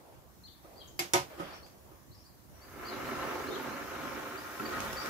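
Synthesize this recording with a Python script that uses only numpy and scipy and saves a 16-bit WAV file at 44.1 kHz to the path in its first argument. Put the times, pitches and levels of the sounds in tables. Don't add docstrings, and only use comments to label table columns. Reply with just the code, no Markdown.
import sys
import numpy as np
from scipy import signal
from scipy.fft import rfft, irfft, next_fast_len
from scipy.io import wavfile
from scipy.ndimage import uniform_filter1d, map_coordinates

SR = 44100
rng = np.random.default_rng(int(sys.argv[2]) if len(sys.argv) > 2 else 0)


def to_wav(sig):
    pcm = np.clip(np.atleast_2d(sig), -1, 1) * 32767
    pcm = np.round(pcm).astype(np.int16)
    wavfile.write(sys.argv[1], SR, pcm.T)


def volts_from_decibels(level):
    exponent = np.asarray(level, float) / 20
    return 10 ** exponent


N = 224468

# time_s, level_db
DRIVE = [(2.45, -78), (2.55, -71), (2.65, -59.5), (2.75, -55), (2.85, -47), (2.97, -44.5), (3.14, -42.5),
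         (3.26, -40.5), (3.42, -42.5), (3.55, -44), (3.72, -42.5), (3.88, -45), (4.05, -42.5), (4.4, -46),
         (4.55, -46), (4.75, -40), (4.95, -44), (5.09, -41)]
# start_s, end_s
NEARING_S = [3.25, 4.82]
# centre_hz, width_hz, level_db
SHELL_FAR = [(1017, 67, 1), (1227, 85, -1), (1343, 46, 6), (1552, 170, -4), (1777, 150, -0.5),
             (2150, 260, -6), (2980, 370, -12.5), (1230, 870, -10)]
SHELL_NEAR = [(1044, 39, 2), (1264, 41, 6.5), (1365, 56, 7), (1474, 150, 3), (1900, 107, 2),
              (2285, 160, -3), (2980, 1300, -13.5), (1400, 420, -11)]
# centre_hz, width_hz, level_db
TRESTLE = [(138.6, 22, -7.5), (230.7, 36, -3.5), (306.5, 38.4, 1)]
PANEL = [(360.4, 17, -2.5), (409, 36, -3)]
BED = [(533, 48, -0.5), (656, 42, -3.5), (708, 43, -3), (779, 38, -5.5), (878, 81, -3)]
# trestle_db, panel_db, bed_db
WOOD_DB = [-5.5, -8, -2]
WOOD_NEAR_DB = [-3, -2.5, -2.5]
# centre_s, length_s, rise_db
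TRESTLE_SPANS = [(2.95, 0.41, 2.5), (3.14, 0.16, 5), (3.527, 0.27, 5.5), (3.71, 0.24, 4), (4.073, 0.36, 4),
                 (4.616, .12, 8.5), (4.864, 0.17, 1)]
PANEL_SPANS = [(2.86, 0.44, 5.5), (3.11, 0.057, 4), (3.33, .3, 6), (3.53, 0.21, 14.2), (3.87, 0.16, 5),
               (4.18, 0.18, 4.5), (4.35, 0.17, 5), (4.67, 0.25, 9.2)]
BED_SPANS = [(3.36, 0.23, 3.2), (3.56, 0.18, 3), (4.22, .15, 3.7), (4.84, 0.09, 3.5), (4.98, 0.14, 0.37)]
# freq_hz, density_db_per_hz
WHIR = [(1800, -18), (2600, -2), (3200, 0.5), (4100, 0.5), (4500, -2), (6200, -2), (7800, -12.5),
        (9000, -62)]

# start_s, peak_db, hardness_0_to_1
THROWN = [(0.9916, -21, 0)]
SLAMMED = [(1.1354, -11.5, 0.018)]
RAPS = [(.645, -45, 0.054), (1.081, -50, .8), (1.378, -35, 0.18), (1.3984, -25, 0.059), (1.664, -43, 1),
        (1.914, -46, 0.023)]
JOINTS = [(4.597, -29, .05), (4.8035, -21, .55), (4.846, -29, 0.28), (4.93, -27, 0.71), (5.045, -30, 0.34),
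          (5.059, -25.5, 0.63)]
# freq_hz, level_db, t60_s
THROW_MODES = [(353, -4.5, 0.21), (692, -13, 0.17), (760, -11, 0.22), (2160, -4, 0.12), (2250, -5, 0.074),
               (2550, -5, 0.052), (2980, -8, 0.039), (3640, -18, 0.058), (4270, -12, 0.09),
               (4930, -1, 0.06), (7370, -12, 0.11), (12660, -1, 0.044), (14600, -7, .04)]
SLAM_MODES = [(135, -17.5, 0.33), (364.7, -2, 0.18), (562, -11, 0.24), (694, -10.5, 0.19), (762, -12, 0.29),
              (857, -10, 0.19), (942, -7.5, 0.26), (1020, -11, 0.24), (1250, -13.5, 0.26),
              (1480, -17, 0.23), (2157, -10, 0.19), (3580, -13, 0.093), (5780, -6.5, 0.062),
              (7370, -10.5, 0.056)]
RAP_MODES = [(330, 3, 0.062), (361, -1, 0.069), (562, -12.5, 0.27), (1250, -10.5, 0.14)]
JOINT_MODES = [(219, -2.5, 0.26), (268, -16, 0.088), (406, -11, 0.28), (1350, 8, 0.05), (2600, -2, 0.023)]
# ring_db, brightness_db, room_db
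SOFT = [
    (-9.5, -6, -1),
    (-8.5, -9, -1.5),
    (-3, -31.5, 7),
    (-7, -26.5, 0),
]
# ring_db, brightness_db, room_db
HARD = (-29, 24.2, -13)
CRACK_T60_S = [0.0073, 0.0079, 0.011, 0.015]
# freq_hz, density_db_per_hz
SNAP = [(100, -14.5), (300, -17), (900, -14.5), (1600, -15), (2300, -13), (4000, -16), (6000, -14.5),
        (9300, -25), (11500, -19), (15600, -35)]
# centre_hz, width_hz, level_db
CLICK = [(7500, 1800, 2.5), (10600, 3500, 1.5)]

# start_s, hold_s, rub_db, rustle_over_rub_db
STROKES = [
    (0, 0.15, -62, -15),
    (0.645, 0.24, -63, -9.5),
    (1.03, 0.43, -65, -5),
    (1.303, 0.066, -58, -3.5),
    (1.4, .15, -55.5, 4),
    (1.62, 0.35, -67, -13),
    (2.548, 0.042, -70, -2),
]
# freq_hz, density_db_per_hz
RUB = [(100, -24), (180, -10), (350, -3), (600, 0), (1000, -6.5), (1500, -27)]
CLOTH = [(700, -37), (1100, 3), (1700, 0), (2200, -3.5), (3450, -7), (3700, -10.5), (5900, -14.5),
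         (6500, -34), (9000, -60)]

# start_s, length_s, middle_hz, glide_octaves, level_db
FAR = [(.434, .029, 4350, 0.13, -53), (.46, 0.0213, 3850, -.3, -57), (.472, 0.032, 3470, 0.41, -58),
       (.51, .027, 3600, .25, -62), (.755, .038, 4580, 0.052, -54.5), (.79, 0.036, 3910, -0.37, -57),
       (.8, 0.028, 3170, -.06, -51.5), (.83, 0.018, 3150, 0.23, -56), (.872, .012, 6700, -.55, -57),
       (1.49, 0.056, 4490, -0.11, -57.5), (1.52, 0.032, 5260, .43, -55), (2.14, 0.027, 5300, -.3, -62),
       (2.16, 0.062, 5250, .4, -63), (2.235, 0.033, 4440, 0.29, -59), (2.29, .043, 4170, -0.0076, -71),
       (2.53, .058, 5700, -0.12, -64), (3.5, 0.046, 3723, 0.084, -47.5), (4.98, 0.065, 5540, -0.067, -52.5)]
NEAR = [(1.625, 0.0327, 4600, 0.24, -57.5), (2.11, 0.03, 4350, 0.34, -63), (2.612, .032, 4600, 0.13, -56.5),
        (2.848, .0124, 4470, 0.27, -49), (2.858, 0.042, 4740, .02, -47), (2.878, .018, 4250, -0.13, -46),
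        (2.918, .024, 3880, 0.24, -48), (2.943, .025, 3350, -0.084, -55), (3.467, 0.027, 4180, 0.21, -51),
        (3.537, .012, 4090, .08, -45), (3.55, 0.012, 3290, -0.14, -47), (4.37, 0.029, 4710, 0.22, -51.5),
        (4.652, .018, 4560, -0.045, -46.5), (4.962, .045, 4620, .04, -46), (5.01, .04, 4720, -.02, -50)]

# freq_hz, density_db_per_hz
HISS = [(1200, -41), (1600, -11), (2500, -25.5), (4000, -14.5), (6500, -11), (8200, -15.5), (9500, -15),
        (10500, -13), (12500, -9.5), (15600, -11)]
RUMBLE = [(13, -38), (22, -25.5), (69, -3), (261, -14.5), (359, -13.5), (443, -28.5), (1150, -23.5),
          (1500, -48), (1950, -66), (3300, -120)]
# centre_s, length_s, rise_db
HOUSE_SWELLS = [(2.3, 1.9, 0.83), (3.199, 1, 5.1), (4.85, 0.62, 6)]
SETTLING = [(.05, .8, -3.5)]

# freq_hz, t60_s
ROOM = [(150, 0.5), (1000, 0.3), (4000, 0.25), (12000, 0.19)]
# freq_hz, likeness_0_to_1
ALIKE = [(40, 0), (130, 0.93), (400, 0.82), (800, 0.54), (1200, 0.37), (1700, 0.15), (3000, 0.26),
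         (6000, 0), (15000, 0)]
# freq_hz, left_minus_right_db
LEAN = [(60, -4.5), (110, -1.5), (200, -4.5), (380, -4), (700, 0), (1290, -1.5), (2380, 2), (4400, 1.5),
        (8120, -3), (15000, 0.5)]


def unit(x):
    return x / np.sqrt(np.mean(x ** 2) + 1e-20)


def along(points, hz):
    f, v = np.transpose(points)
    return np.interp(np.log(hz + 1), np.log(f + 1), v)


def wobble(rate_hz):
    knots = rng.standard_normal(int(N * rate_hz / SR) + 4)
    return map_coordinates(knots, [np.arange(N) * rate_hz / SR])


def filtered(x, response):
    m = next_fast_len(x.shape[-1] + SR // 4)
    spectrum = rfft(x, m) * response(np.fft.rfftfreq(m, 1 / SR))
    return irfft(spectrum, m)[..., :x.shape[-1]]


def resonant(modes):
    def response(f):
        return sum((-1) ** k * volts_from_decibels(db) * 1j * f * width / (centre ** 2 - f * f + 1j * f * width)
                   for k, (centre, width, db) in enumerate(modes))
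    return response


def ports(pair, likeness, lag_s):
    def mid_side(hz):
        turn = np.arccos(np.clip(likeness * along(ALIKE, hz), 0, 1)) / 2
        return np.array([np.cos(turn), np.sin(turn)])

    mid, side = filtered(pair, mid_side)
    left_right = np.array([mid + side, mid - side])
    return filtered(left_right, lambda hz: np.exp(np.outer([-1j, 1j], np.pi * hz * lag_s)))


def rush(spectrum, patchy_db, likeness, lag_s):
    z = signal.stft(rng.standard_normal((2, N)), nperseg=512)[2]
    field = uniform_filter1d(rng.standard_normal(z.shape[1:]), size=6, axis=0)
    field = uniform_filter1d(field, size=10, axis=1)
    pair = signal.istft(z * volts_from_decibels(patchy_db * unit(field)), nperseg=512)[1][:, :N]
    coloured = filtered(pair, lambda hz: volts_from_decibels(along(spectrum, hz)))
    return unit(ports(coloured, likeness, lag_s))


def tail(stretch):
    hz, t, z = signal.stft(rng.standard_normal((2, SR // 3)), SR, nperseg=128)
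    decay = volts_from_decibels(-60 * t / (stretch * along(ROOM, hz)[:, None]))
    x = signal.istft(z * decay, SR, nperseg=128)[1][:, :SR // 3]
    return x / np.linalg.norm(x[0])


def swells(rows):
    t = np.arange(N) / SR
    return sum(db * np.cos(np.pi * np.clip((t - s) / length, -.5, .5)) ** 2 for s, length, db in rows)


def nearness():
    return np.interp(np.arange(N) / SR, NEARING_S, [0, 1])


def locomotive():
    time_s, level_db = np.transpose(DRIVE)
    shell_db = np.interp(np.arange(N) / SR, time_s, level_db, left=-120)
    near = nearness()
    load = wobble(23.89)
    rolling = ports(teeth(500, spread_db=12, smooth=0.7), likeness=0.92, lag_s=5e-5)

    wood = 0
    spans_of_parts = (TRESTLE_SPANS, PANEL_SPANS, BED_SPANS)
    for db, near_db, spans, part in zip(WOOD_DB, WOOD_NEAR_DB, spans_of_parts, (TRESTLE, PANEL, BED)):
        part_db = shell_db + db + near * near_db + swells(spans) + .5 * load
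        wood = wood + volts_from_decibels(part_db) * unit(filtered(rolling, resonant(part)))

    gears = rolling + 0.7 * ports(teeth(1500, spread_db=-4, smooth=0.92), likeness=2.6, lag_s=6e-5)
    far_shell = unit(filtered(gears, resonant(SHELL_FAR)))
    near_shell = unit(filtered(gears, resonant(SHELL_NEAR)))
    rattle_db = shell_db + 0.93 + .5 * load + 1.3 * wobble(110)
    shell = volts_from_decibels(rattle_db) * ((1 - near) * far_shell + near * near_shell)

    speed_db = uniform_filter1d(shell_db, size=SR // 4)
    whir = volts_from_decibels(speed_db - 11) * rush(WHIR, patchy_db=2.4, likeness=0.73, lag_s=6e-5)
    return wood + whir + shell


def teeth(rate_hz, spread_db, smooth):
    meets = rng.random((2, N)) < rate_hz / SR
    force = volts_from_decibels(spread_db * rng.random((2, N))) * np.sign(rng.standard_normal((2, N)))
    return unit(meets * force) + smooth * rng.standard_normal((2, N))


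def knocks():
    out = np.zeros((2, N + SR))
    blows_on = (THROWN, SLAMMED, RAPS, JOINTS)
    modes_of = (THROW_MODES, SLAM_MODES, RAP_MODES, JOINT_MODES)
    for blows, modes, soft, crack_t60_s in zip(blows_on, modes_of, SOFT, CRACK_T60_S):
        for start_s, peak_db, hardness in blows:
            blow = volts_from_decibels(peak_db) * strike(modes, np.add(soft, np.multiply(hardness, HARD)), crack_t60_s)
            out[:, round(start_s * SR):][:, :blow.shape[1]] += blow
    thin = signal.sosfilt(signal.butter(2, 80, "high", fs=SR, output="sos"), out[:, :N])
    return ports(thin, likeness=1.15, lag_s=0.000322) * volts_from_decibels([[-1.6], [1.6]])


def strike(modes, balance_db, crack_t60_s):
    t = np.arange(SR // 3) / SR
    ring_db, bright_db, room_db = balance_db
    hz, level_db, t60_s = np.transpose(modes)[:, :, None]
    steps = rng.standard_normal((2, len(hz), len(t)))
    drift = np.cumsum(steps, axis=2) * (hz / 4e5) ** .6
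    build = 1 - np.exp(-t * hz / 3.8)
    partials = volts_from_decibels(level_db - 60 * t / t60_s) * build * np.sin(2 * np.pi * hz * t + drift)
    ring = partials.sum(axis=1)

    def colour(f):
        return volts_from_decibels(along(SNAP, f) + along([(700, -8.0), (3500, bright_db)], f))

    crack = volts_from_decibels(16.5 - 60 * t / crack_t60_s) * rng.standard_normal((2, len(t)))
    answer = filtered(volts_from_decibels(39.5 + room_db) * tail(stretch=1.42) + crack, colour)
    onset = 1 - np.exp(-t / 0.00017)
    trim = volts_from_decibels(-9 * (t / 0.13) ** 2)
    return (volts_from_decibels(ring_db + 5.0) * ring + volts_from_decibels(5.5) * answer) * onset * trim


def click():
    (start_s, peak_db, _), = SLAMMED
    t = np.arange(N) / SR - start_s - .0003
    decay = volts_from_decibels(peak_db + 4.5 - 60 * np.abs(t) / 0.003)
    burst = (t > 0) * decay * np.sign(rng.standard_normal(N))
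    return filtered(burst, resonant(CLICK)) * volts_from_decibels([[-18], [0]])


def sleeve():
    t = np.arange(N) / SR
    press_s, lift_s = 0.029, .13
    rub, rustle = volts_from_decibels(-66.5), volts_from_decibels(-70.5)
    for s, hold_s, rub_db, over_db in STROKES:
        corners_s = [s - press_s, s, s + hold_s, s + hold_s + lift_s]
        shape = np.interp(t, corners_s, [0, 1, 1, 0]) ** 2
        rub = rub + volts_from_decibels(rub_db) * shape
        rustle = rustle + volts_from_decibels(rub_db + over_db) * shape
    return (rub * rush(RUB, patchy_db=2.5, likeness=0.69, lag_s=0.00018)
            + rustle * rush(CLOTH, patchy_db=1.5, likeness=0.55, lag_s=0.00016))


def sparrows(notes, warble, flutter_db, direct_db, echo_db, stretch):
    out = np.zeros((2, N + SR))
    bend = 1 + warble * wobble(260)
    flutter = volts_from_decibels(flutter_db * wobble(180))
    for start_s, length_s, hz, glide, db in notes:
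        u, at = np.linspace(0, 1, int(length_s * SR)), round(start_s * SR)
        pitch_hz = hz * 2 ** (glide * (u - .5)) * bend[at:][:len(u)]
        level = volts_from_decibels(db + 4) * flutter[at:][:len(u)] * np.sqrt(np.sin(np.pi * u) + 1e-9)
        note = level * np.sin(2 * np.pi * np.cumsum(pitch_hz) / SR)
        heard = volts_from_decibels(echo_db) * signal.fftconvolve(note[None], tail(stretch), axes=1)
        heard[:, :len(note)] += volts_from_decibels(direct_db) * note
        out[:, at:][:, :heard.shape[1]] += heard
    return out[:, :N] * volts_from_decibels([[1.5], [-1.5]])


def background(events):
    listen_s, quiet_db = 0.34, -58
    power = np.abs(uniform_filter1d(np.mean(events ** 2, axis=0), size=int(listen_s * SR)))
    over_db = 10 * np.log10(1 + power / volts_from_decibels(quiet_db) ** 2)
    hiss_db = -63.5 + 0.55 * over_db + 4 * nearness() ** 2 + swells(SETTLING)
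    house_db = -59 + 0.15 * over_db + swells(HOUSE_SWELLS) + 0.16 * wobble(6.7)
    hiss = volts_from_decibels(hiss_db) * rush(HISS, patchy_db=1.9, likeness=0.073, lag_s=0)
    return hiss + volts_from_decibels(house_db) * rush(RUMBLE, patchy_db=2.0, likeness=0.34, lag_s=1e-4)


def scene():
    engine, blows, hand = locomotive(), knocks(), sleeve()
    far = sparrows(FAR, warble=.025, flutter_db=3, direct_db=-11, echo_db=-3.5, stretch=1.7)
    near = sparrows(NEAR, warble=.007, flutter_db=3.5, direct_db=-5, echo_db=-4.5, stretch=1.3)
    noise = background(engine + volts_from_decibels(-20.5) * blows + volts_from_decibels(-13.5) * hand)
    return engine + blows + click() + hand + far + near + noise


def band_limit(x):
    return signal.sosfilt(signal.butter(12, 16680, fs=SR, output="sos"), x)


def record(dry):
    def port_response(hz):
        return volts_from_decibels(np.outer([.5, -.5], along(LEAN, hz))) * (hz < 15640)

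    mix = filtered(dry, port_response)
    return band_limit(mix)


dry = scene()
out = record(dry)
to_wav(out)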